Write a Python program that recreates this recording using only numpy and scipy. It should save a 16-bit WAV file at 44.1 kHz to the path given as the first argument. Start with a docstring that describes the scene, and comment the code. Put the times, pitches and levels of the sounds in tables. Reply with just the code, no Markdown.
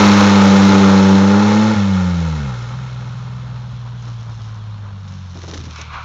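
"""A six-cylinder pickup does a burnout on a country road, then drives off behind bushes.
Its exhaust is low tones through a muffler plus raspy pulses ringing in a tailpipe; one cylinder runs weak.
Spinning tyres hiss as filtered noise that throbs with the engine, and tyre noise rushes up again at the end.
Nearby, bursts of noise and short thuds make feet shifting on the gravel shoulder; a far bird chirps."""
import sys
import numpy as np
from scipy import signal
from scipy.fft import rfft, irfft, next_fast_len
from scipy.io import wavfile
from scipy.ndimage import uniform_filter1d

SR = 44100
rng = np.random.default_rng(int(sys.argv[2]) if len(sys.argv) > 2 else 0)


def master(y):
    """Save y as 16-bit WAV."""
    cut = np.clip(np.atleast_2d(y).T, -1, 1)
    pcm = np.round(cut * 32767)  # scale
    wavfile.write(sys.argv[1], SR, pcm.astype(np.int16))


N = 266364
TIME = np.arange(N) / SR


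def undb(db):
    """Turn decibels into a plain gain."""
    return 10 ** (np.asarray(db) / 20)


def unit(x):
    """Scale a sound to rms 1."""
    return x / np.sqrt(np.mean(x ** 2))


def noise():
    """White noise: an equal mix of all pitches."""
    return rng.standard_normal(N)


def curves(table):
    """Join the points of a table by straight lines; one value per sample for each column."""
    s, *columns = np.transpose(table)
    return [np.interp(TIME, s, c) for c in columns]


def walk(rate):
    """Slow chance with rms 1: random levels held 1 / rate seconds, then smoothed twice."""
    hold = int(SR / rate)
    held = np.repeat(rng.standard_normal(N // hold + 1), hold)
    smooth = uniform_filter1d(uniform_filter1d(held, hold), hold)
    return unit(smooth[:N])


def ramp(middle_s, length_s):
    """A straight rise from 0 to 1."""
    return np.clip((TIME - middle_s) / length_s + .5, 0, 1)


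def burst(start_s, decay_s, rise_s):
    """Loudness curve of a blow: a quick rise, then an exponential fall."""
    age = np.maximum(TIME - start_s, 0)
    return (1 - np.exp(-age / rise_s)) * np.exp(-age / decay_s)


def resonate(x, hz, width_hz):
    """One resonance: passes the pitches near its centre, with gain 1 at the centre."""
    return signal.lfilter(*signal.iirpeak(hz, hz / width_hz, fs=SR), x)


def band(x, lo_hz, hi_hz):
    """Keep only the pitches between two limits."""
    return signal.sosfilt(signal.butter(4, [lo_hz, hi_hz], "band", fs=SR, output="sos"), x)


def dull(x, top_hz):
    """Remove the treble above a limit without delaying the sound."""
    return signal.sosfiltfilt(signal.butter(4, top_hz, fs=SR, output="sos"), x)


def shape(x, points):
    """Change the tone balance of a sound by (pitch_hz, gain_db) points."""
    hz, db = np.transpose(points)
    size = next_fast_len(N + SR // 2, real=True)
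    bins_hz = np.maximum(np.arange(size // 2 + 1) * SR / size, 1)
    gain = undb(np.interp(np.log(bins_hz), np.log(hz), db))
    return irfft(rfft(x, size) * gain, size)[:N]


def grains(points, grain_db, rate):
    """Grainy noise: its level jitters fast by chance, then it is coloured and set to rms 1."""
    return unit(shape(noise() * undb(grain_db * walk(rate)), points))


def whistle(start_s, length_s, start_hz, end_hz, db, waver=.004):
    """One gliding, slightly wavering bird note that swells and fades."""
    progress = np.clip((TIME - start_s) / length_s, 0, 1)
    hz = (start_hz + (end_hz - start_hz) * progress) * (1 + waver * walk(260))
    return undb(db) * np.sin(np.pi * progress) * np.sin(2 * np.pi * np.cumsum(hz) / SR)


# The bird repeats one falling note evenly, then ends on a rising one.
SONG_S, NOTE_EVERY_S, NOTE_COUNT, LAST_NOTE_S = 3.757, .207, 5, 4.7
# Its notes: length_s, start_hz, end_hz, level_db
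FALLING_NOTE, RISING_NOTE = (.05, 3560, 3150, -51), (.065, 3350, 4750, -51)


def bird():
    """A faint song from the bushes: each note is a pure tone that glides in pitch."""
    falling = sum(whistle(SONG_S + k * NOTE_EVERY_S, *FALLING_NOTE) for k in range(NOTE_COUNT))
    return falling + whistle(LAST_NOTE_S, *RISING_NOTE)


# Tone balance of loose gravel: pitch_hz, gain_db
GRAVEL_TONE = [(500, -23), (1200, 2.5), (2500, -0.5), (4000, 3.5), (5700, 4), (7000, -4)]


def gravel(grain_db, rate):
    """Steady noise of many small stones rubbing together."""
    return grains(GRAVEL_TONE, grain_db, rate)


# Feet shuffling over loose gravel: middle_s, half_length_s, level_db
FOOT_SHUFFLES = [(4.078, 0.092, -47.5), (4.403, 0.19, -47), (5.15, 0.11, -48), (5.525, 0.2, -39),
                 (5.776, 0.057, -40)]


def shuffles():
    """Many small stones shift under a sliding sole: gravel noise that swells and fades."""
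    swells = sum(undb(db) * np.exp(-((TIME - s) / half_s) ** 2) for s, half_s, db in FOOT_SHUFFLES)
    return gravel(grain_db=4.5, rate=600) * swells


# Single stones crunching underfoot: start_s, level_db (before stones_db is added), decay_s
CRUNCHING_STONES = [(2.623, -42, .008), (3.004, -46, .008), (4.021, -45, .01), (4.076, -45, .012),
                    (4.206, -45, .008), (4.228, -44, .007), (5.076, -46, .02), (5.481, -36, .011),
                    (5.535, -34, .016), (5.575, -30, .004), (5.638, -37, .004), (5.652, -37, .004),
                    (5.661, -34.5, .004), (5.783, -35, .005), (5.812, -26, .005)]
# Shoes pressing into the shoulder: start_s, level_db (before scuff and knock gains), pitch_hz, decay_s of the scuff
SHOE_TREADS = [(3.01, -39, 297.5, 0.047), (4.068, -39, 347.6, 0.027), (4.833, -32, 694, 0.0053),
               (5.351, -32.5, 297, 0.036), (5.435, -25, 447, .01), (5.475, -31, 382, 0.031),
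               (5.522, -28.5, 295, 0.04), (5.586, -22, 109, 0.018), (5.638, -28.5, 150.3, 0.012),
               (5.663, -27, 146, .02), (5.786, -33.5, 330, 0.02)]


def footsteps(stones_db=5, knock=1., scuff=0.89):
    """Soles knock (a short tone) and scuff (dull noise) on the shoulder; stones crunch under them."""
    crunches = sum(undb(db + stones_db) * burst(s, decay_s, rise_s=0.00086)
                   for s, db, decay_s in CRUNCHING_STONES)
    out = gravel(grain_db=3, rate=1500) * crunches
    for s, db, hz, decay_s in SHOE_TREADS:
        width_hz = 1.37 * hz
        soil = unit(resonate(resonate(noise(), hz, width_hz), hz, width_hz))
        thud = np.sin(2 * np.pi * hz * (TIME - s)) * burst(s, 1 / hz, rise_s=.001)
        out += undb(db) * (scuff * soil * burst(s, decay_s, rise_s=0.0051) - knock * thud)
    return out


def slips(points, grain_db):
    """Dense tiny slips of rubber on asphalt."""
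    return grains(points, grain_db, rate=700)


def roar_and_hiss(x, flicker_db):
    """Split tyre noise at 2000 Hz into a roar and a hiss that flicker separately."""
    roar = dull(x, 2000)
    hiss = x - roar
    # each part is set to an even strength within its main band
    roar = roar / band(roar, 700, 1800).std()
    hiss = hiss / band(hiss, 2400, 7000).std()
    return np.array([roar * undb(flicker_db * walk(35)), hiss * undb(flicker_db / 2 * walk(35))])


# Tone balance of scrubbing tyres: pitch_hz, gain_db
SCRUB_TONE = [(100, -6.5), (400, -21.5), (720, -10), (1050, 3), (1450, 0), (1850, -12.5), (2300, -1.5),
              (3000, -10), (4200, -10), (5600, -18.5), (7000, -23.5)]
# Tyres biting and scrubbing, at the start and again far off:
# peak_s, rise_s, fall_s, squeal_gain (times), roar_db, hiss_db
TYRE_SCRUBS = [(.04, 0.06, .08, 1, -17, -28.5), (0.201, 0.045, 0.091, 1.2, -17, -32),
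               (5.79, .07, .2, 0, -39.5, -41), (5.939, .025, .22, 0, -32.7, -42.5)]


def scrubs(squeal_hz=890, squeal_width_hz=130):
    """Rushes of tyre noise that swell and die away; a hard bite adds a hoarse squeal of the tread."""
    out = np.zeros(N)
    for peak_s, rise_s, fall_s, squeal, roar_db, hiss_db in TYRE_SCRUBS:
        swell = np.exp(-np.maximum((peak_s - TIME) / rise_s, (TIME - peak_s) / fall_s))
        tread = slips(SCRUB_TONE, grain_db=.8)
        tread = tread + squeal * resonate(tread, squeal_hz, squeal_width_hz)
        out += swell * (undb([roar_db, hiss_db]) @ roar_and_hiss(tread, flicker_db=1.6))
    return out


# Narrow peaks and hollows in the tyre noise: pitch_hz, width_hz,
# added_gain (times; half of it at the start, all of it from 2.2 s)
TYRE_RIPPLE = [(1470, 220, 0.98), (2020, 160, -.75), (2170, 310, 0.89), (2290, 110, -0.7)]


def road_echo(x, lag_s=0.00232, near=0.16, far=0.29):
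    """A dull reflection off the road combs the sound, more as the truck draws away."""
    late = dull(np.interp(TIME - lag_s, TIME, x), 3000)
    distance = np.clip(TIME / 2.2, 0, 1) ** 2  # 0 near, 1 far
    x = x + (near + (far - near) * distance) * late
    for hz, width_hz, gain in TYRE_RIPPLE:
        x = x + gain * (1 + distance) / 2 * resonate(x, hz, width_hz)
    return x


# Tone balance of spinning tyres: pitch_hz, gain_db
SPIN_TONE = [(40, -22), (130, -7), (260, -7), (420, -3), (570, 0.5), (680, -4.5), (850, 0), (1100, -1.5),
             (1370, -1), (1680, -11), (1820, -5.5), (2900, -10.5), (4000, -7.5), (6500, -14.5)]
# Tone balance of rolling tyres: pitch_hz, gain_db
ROLL_TONE = [(30, -15), (70, 10.5), (180, 10), (300, -8), (550, -3.5), (680, -5), (1000, 1.5), (1400, -2),
             (1900, -10), (2600, -9), (3300, -6.5), (4300, -7.5), (6500, -17.5)]
# Overall tyre level as the truck draws away: time_s, level_db
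TYRE_LEVEL = [(0, -13.5), (.35, -17), (.75, -18), (1.25, -22.5), (1.67, -23), (1.82, -28), (2.95, -41.5),
              (3.85, -47), (4.6, -48.5), (6.04, -51)]
# Each kind of tyre noise against that level: roar_db, hiss_db
SPIN_DB, ROLL_DB = (-1.03, -6), (1.5, -3.5)


def tyres(firings, change_middle_s=3.27, change_length_s=1.57):
    """The tyres spin in step with the engine's pulses, then roll away into the distance."""
    far = ramp(change_middle_s, change_length_s)
    throb = 1 + .17 * np.cos(np.pi * firings) + .06 * np.cos(np.pi * firings / 3)
    spin_noise = road_echo(slips(SPIN_TONE, grain_db=.9))
    spin = undb(SPIN_DB) @ roar_and_hiss(spin_noise, flicker_db=.6)
    roll = undb(ROLL_DB) @ roar_and_hiss(slips(ROLL_TONE, grain_db=1.5), flicker_db=1.5)
    mix = spin * throb * np.sqrt(1 - far) + roll * np.sqrt(far)
    return mix * undb(curves(TYRE_LEVEL)[0])


# Bushes weaken the rasp, and the overtones progressively over the octave above SHADE_FROM_HZ.
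BUSHES_S, SHADE_TAKES_S, SHADE_DB, SHADE_FROM_HZ = 1.466, 1.2, 20, 194


def shade():
    """Loss in dB as the truck slips behind the bushes."""
    return SHADE_DB * np.clip((TIME - BUSHES_S) / SHADE_TAKES_S, 0, 1)


# Engine speed: held high, a last push, a fall as the throttle eases, then coasting: time_s, firing_rate_hz
ENGINE_SPEED = [(0, 203), (.35, 199.7), (.55, 196.5), (1.1, 195), (1.28, 196.8), (1.45, 206.6),
                (1.72, 216.6), (1.79, 203.2), (2.33, 157.7), (2.53, 122.5), (2.66, 118.1), (2.79, 128.6),
                (3.05, 122), (3.28, 124.8), (4.08, 118.6), (5, 98.94), (5.7, 79.3), (6.04, 76.1)]


def engine_speed():
    """Firings per second, wavering slightly by chance."""
    return curves(ENGINE_SPEED)[0] * (1 + .003 * walk(30) + .003 * walk(8))


# What the driver does: flat out, eased off, shut (engine braking), then pulling gently at low revs.
# Columns: time_s, change_s, firing_tone_db, fade_db_per_s, then four levels relative to the firing tone:
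# one_cylinder_bank_db, bank_third_harmonic_db, twice_firing_db, rasp_db
THROTTLE_SETTINGS = [(0, .05, -13, 1.7, -5, -8.5, -11.5, -5.5),
                     (1.75, 0.093, -20, 3.8, 1.2, -11.5, -16.5, -5.5),
                     (2.535, .11, -24.5, 1.95, -5, -25, -30, -22),
                     (4.9, 0.33, -30, 3.5, -13, -9, -17.5, -24)]


def throttle():
    """Levels in dB of firing tone, three overtones and rasp; each setting replaces the last and fades."""
    levels = None
    for s, change_s, db, fade_db_per_s, *relative_db in THROTTLE_SETTINGS:
        offsets_db = np.array([0, *relative_db])[:, None]
        setting = db - fade_db_per_s * (TIME - s) + offsets_db
        levels = setting if levels is None else levels + (setting - levels) * ramp(s, change_s)
    return levels


def throttle_lift(at_s=1.752, length_s=0.008, depth=0.75):
    """The exhaust flow stalls for a moment as the driver eases off the throttle: a brief dip in level."""
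    return 1 - depth * np.exp(-((TIME - at_s) / length_s) ** 2)


# Firing strength of the six cylinders, before small chance changes: level_db
CYLINDER_STRENGTH = [10.5, -13, 4.5, -0.5, 8, -3.5]
# Early (negative) or late arrival from each cylinder at the tailpipe, before chance jitter: delay_s
RUNNER_DELAY = [0, 0.0089, .00022, .00005, -.00008, .00012]
# Tailpipe resonances: pitch_hz, width_hz, gain_db
TAILPIPE = [(495, 33, 6.5), (544, 52, 3.5), (845, 54, 5.5), (1060, 98, -12), (1390, 86, -13.5)]


def rasp(firings):
    """Each firing sends a sharp pulse, a little different every time, into the tailpipe resonances."""
    at = np.flatnonzero(np.diff(np.floor(firings)))  # the sample of each firing
    size_chance, time_chance = rng.standard_normal((2, len(at)))
    sizes = undb(np.resize(CYLINDER_STRENGTH, len(at)) + 2 * size_chance)
    # the manifold's runners differ in length, so the cylinders' pulses arrive unevenly,
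    # one of them, at high revs, more than a whole firing late
    late_s = np.resize(RUNNER_DELAY, len(at)) + .00009 * time_chance
    pulses = np.zeros(N)
    pulses[np.clip(at + (late_s * SR).astype(int), 0, N - 1)] = sizes
    ringing = sum(undb(db) * resonate(pulses, hz, width_hz) for hz, width_hz, db in TAILPIPE)
    pipe = band(ringing, 403, 1900)
    # power is evened out over a quarter second, so the throttle sets the level
    return pipe / np.sqrt(uniform_filter1d(pipe ** 2, SR // 4) + 1e-12)


# One cylinder runs weak off load: time_s, lost_share (0-1 of its stroke, before chance changes)
WEAK_CYLINDER = [(2.45, .07), (2.58, .5), (3.15, .92), (3.65, .8), (4.3, .5), (5.5, .3)]
# The muffler booms when an engine tone crosses its resonance: pitch_hz, gain_db
MUFFLER_GAIN = [(20, -17), (42, -12), (62, -10), (80, -0.5), (105, 0.5), (150, 0), (172, 5), (194, 6.5),
                (220, 3), (260, 0.5)]


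def boom(firings, firing_hz, fire_db, overtones_db, gas_db=-29, flutter_db=0.62, flutter_db_per_multiple=.75):
    """The muffler passes the low engine tones and a rumble of gas; a weak cylinder drops one stroke in six."""
    angle = np.pi * firings  # turns at half the firing rate: the tone of one cylinder bank
    tone = -undb(fire_db + flutter_db * walk(25)) * np.cos(2 * angle)
    for multiple, db in zip((1, 3, 4), overtones_db):
        shaded = np.clip(np.log2(multiple * firing_hz / 2 / SHADE_FROM_HZ), 0, 1)
        level_db = db - shaded * shade() + flutter_db_per_multiple * multiple * walk(55)
        tone -= undb(level_db) * np.cos(multiple * (angle + np.pi / 4))
    weak_stroke = np.exp(-((firings % 6 - 2.93) / .55) ** 2)
    lost = np.clip(curves(WEAK_CYLINDER)[0] * (1 + .2 * walk(12)), 0, 1)
    gas = undb(fire_db + gas_db) * unit(band(noise(), 49, 220))
    return shape(tone * (1 - lost * weak_stroke) + gas, MUFFLER_GAIN)


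def exhaust(firings, firing_hz):
    """The muffler's boom and the tailpipe's rasp follow the throttle together."""
    fire_db, *overtones_db, rasp_db = throttle()
    low = np.sqrt(2) * boom(firings, firing_hz, fire_db, overtones_db)
    sharp = rasp(firings) * undb(rasp_db - shade())
    return (low + sharp) * throttle_lift()


def scene():
    """The engine drives exhaust and tyres; the bird and the feet are added."""
    firing_hz = engine_speed()
    firings = np.cumsum(firing_hz) / SR  # running count of firings
    truck = exhaust(firings, firing_hz) + tyres(firings) + scrubs()
    return (truck + footsteps() + shuffles() + bird())[None]


MIC_HZ, TOP_HZ = 7000, 15800  # treble limits before and after clipping
ROUND_LEVEL, CEILING = .705, .725  # where peaks are rounded, then cut flat


def record(dry, notch_hz=4720, notch_width_hz=520, notch_depth=0.63):
    """A narrow-band microphone with one hollow in its treble; the loudest peaks are rounded, then clipped."""
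    heard = dry - notch_depth * resonate(dry, notch_hz, notch_width_hz)
    heard = heard / (1 + (heard / ROUND_LEVEL) ** 16) ** (1 / 16)
    heard = signal.sosfilt(signal.butter(18, MIC_HZ, fs=SR, output="sos"), heard)
    heard = np.clip(heard, -CEILING, CEILING)
    return signal.sosfilt(signal.ellip(8, .2, 70, TOP_HZ, fs=SR, output="sos"), heard)


dry = scene()
out = record(dry)
master(out)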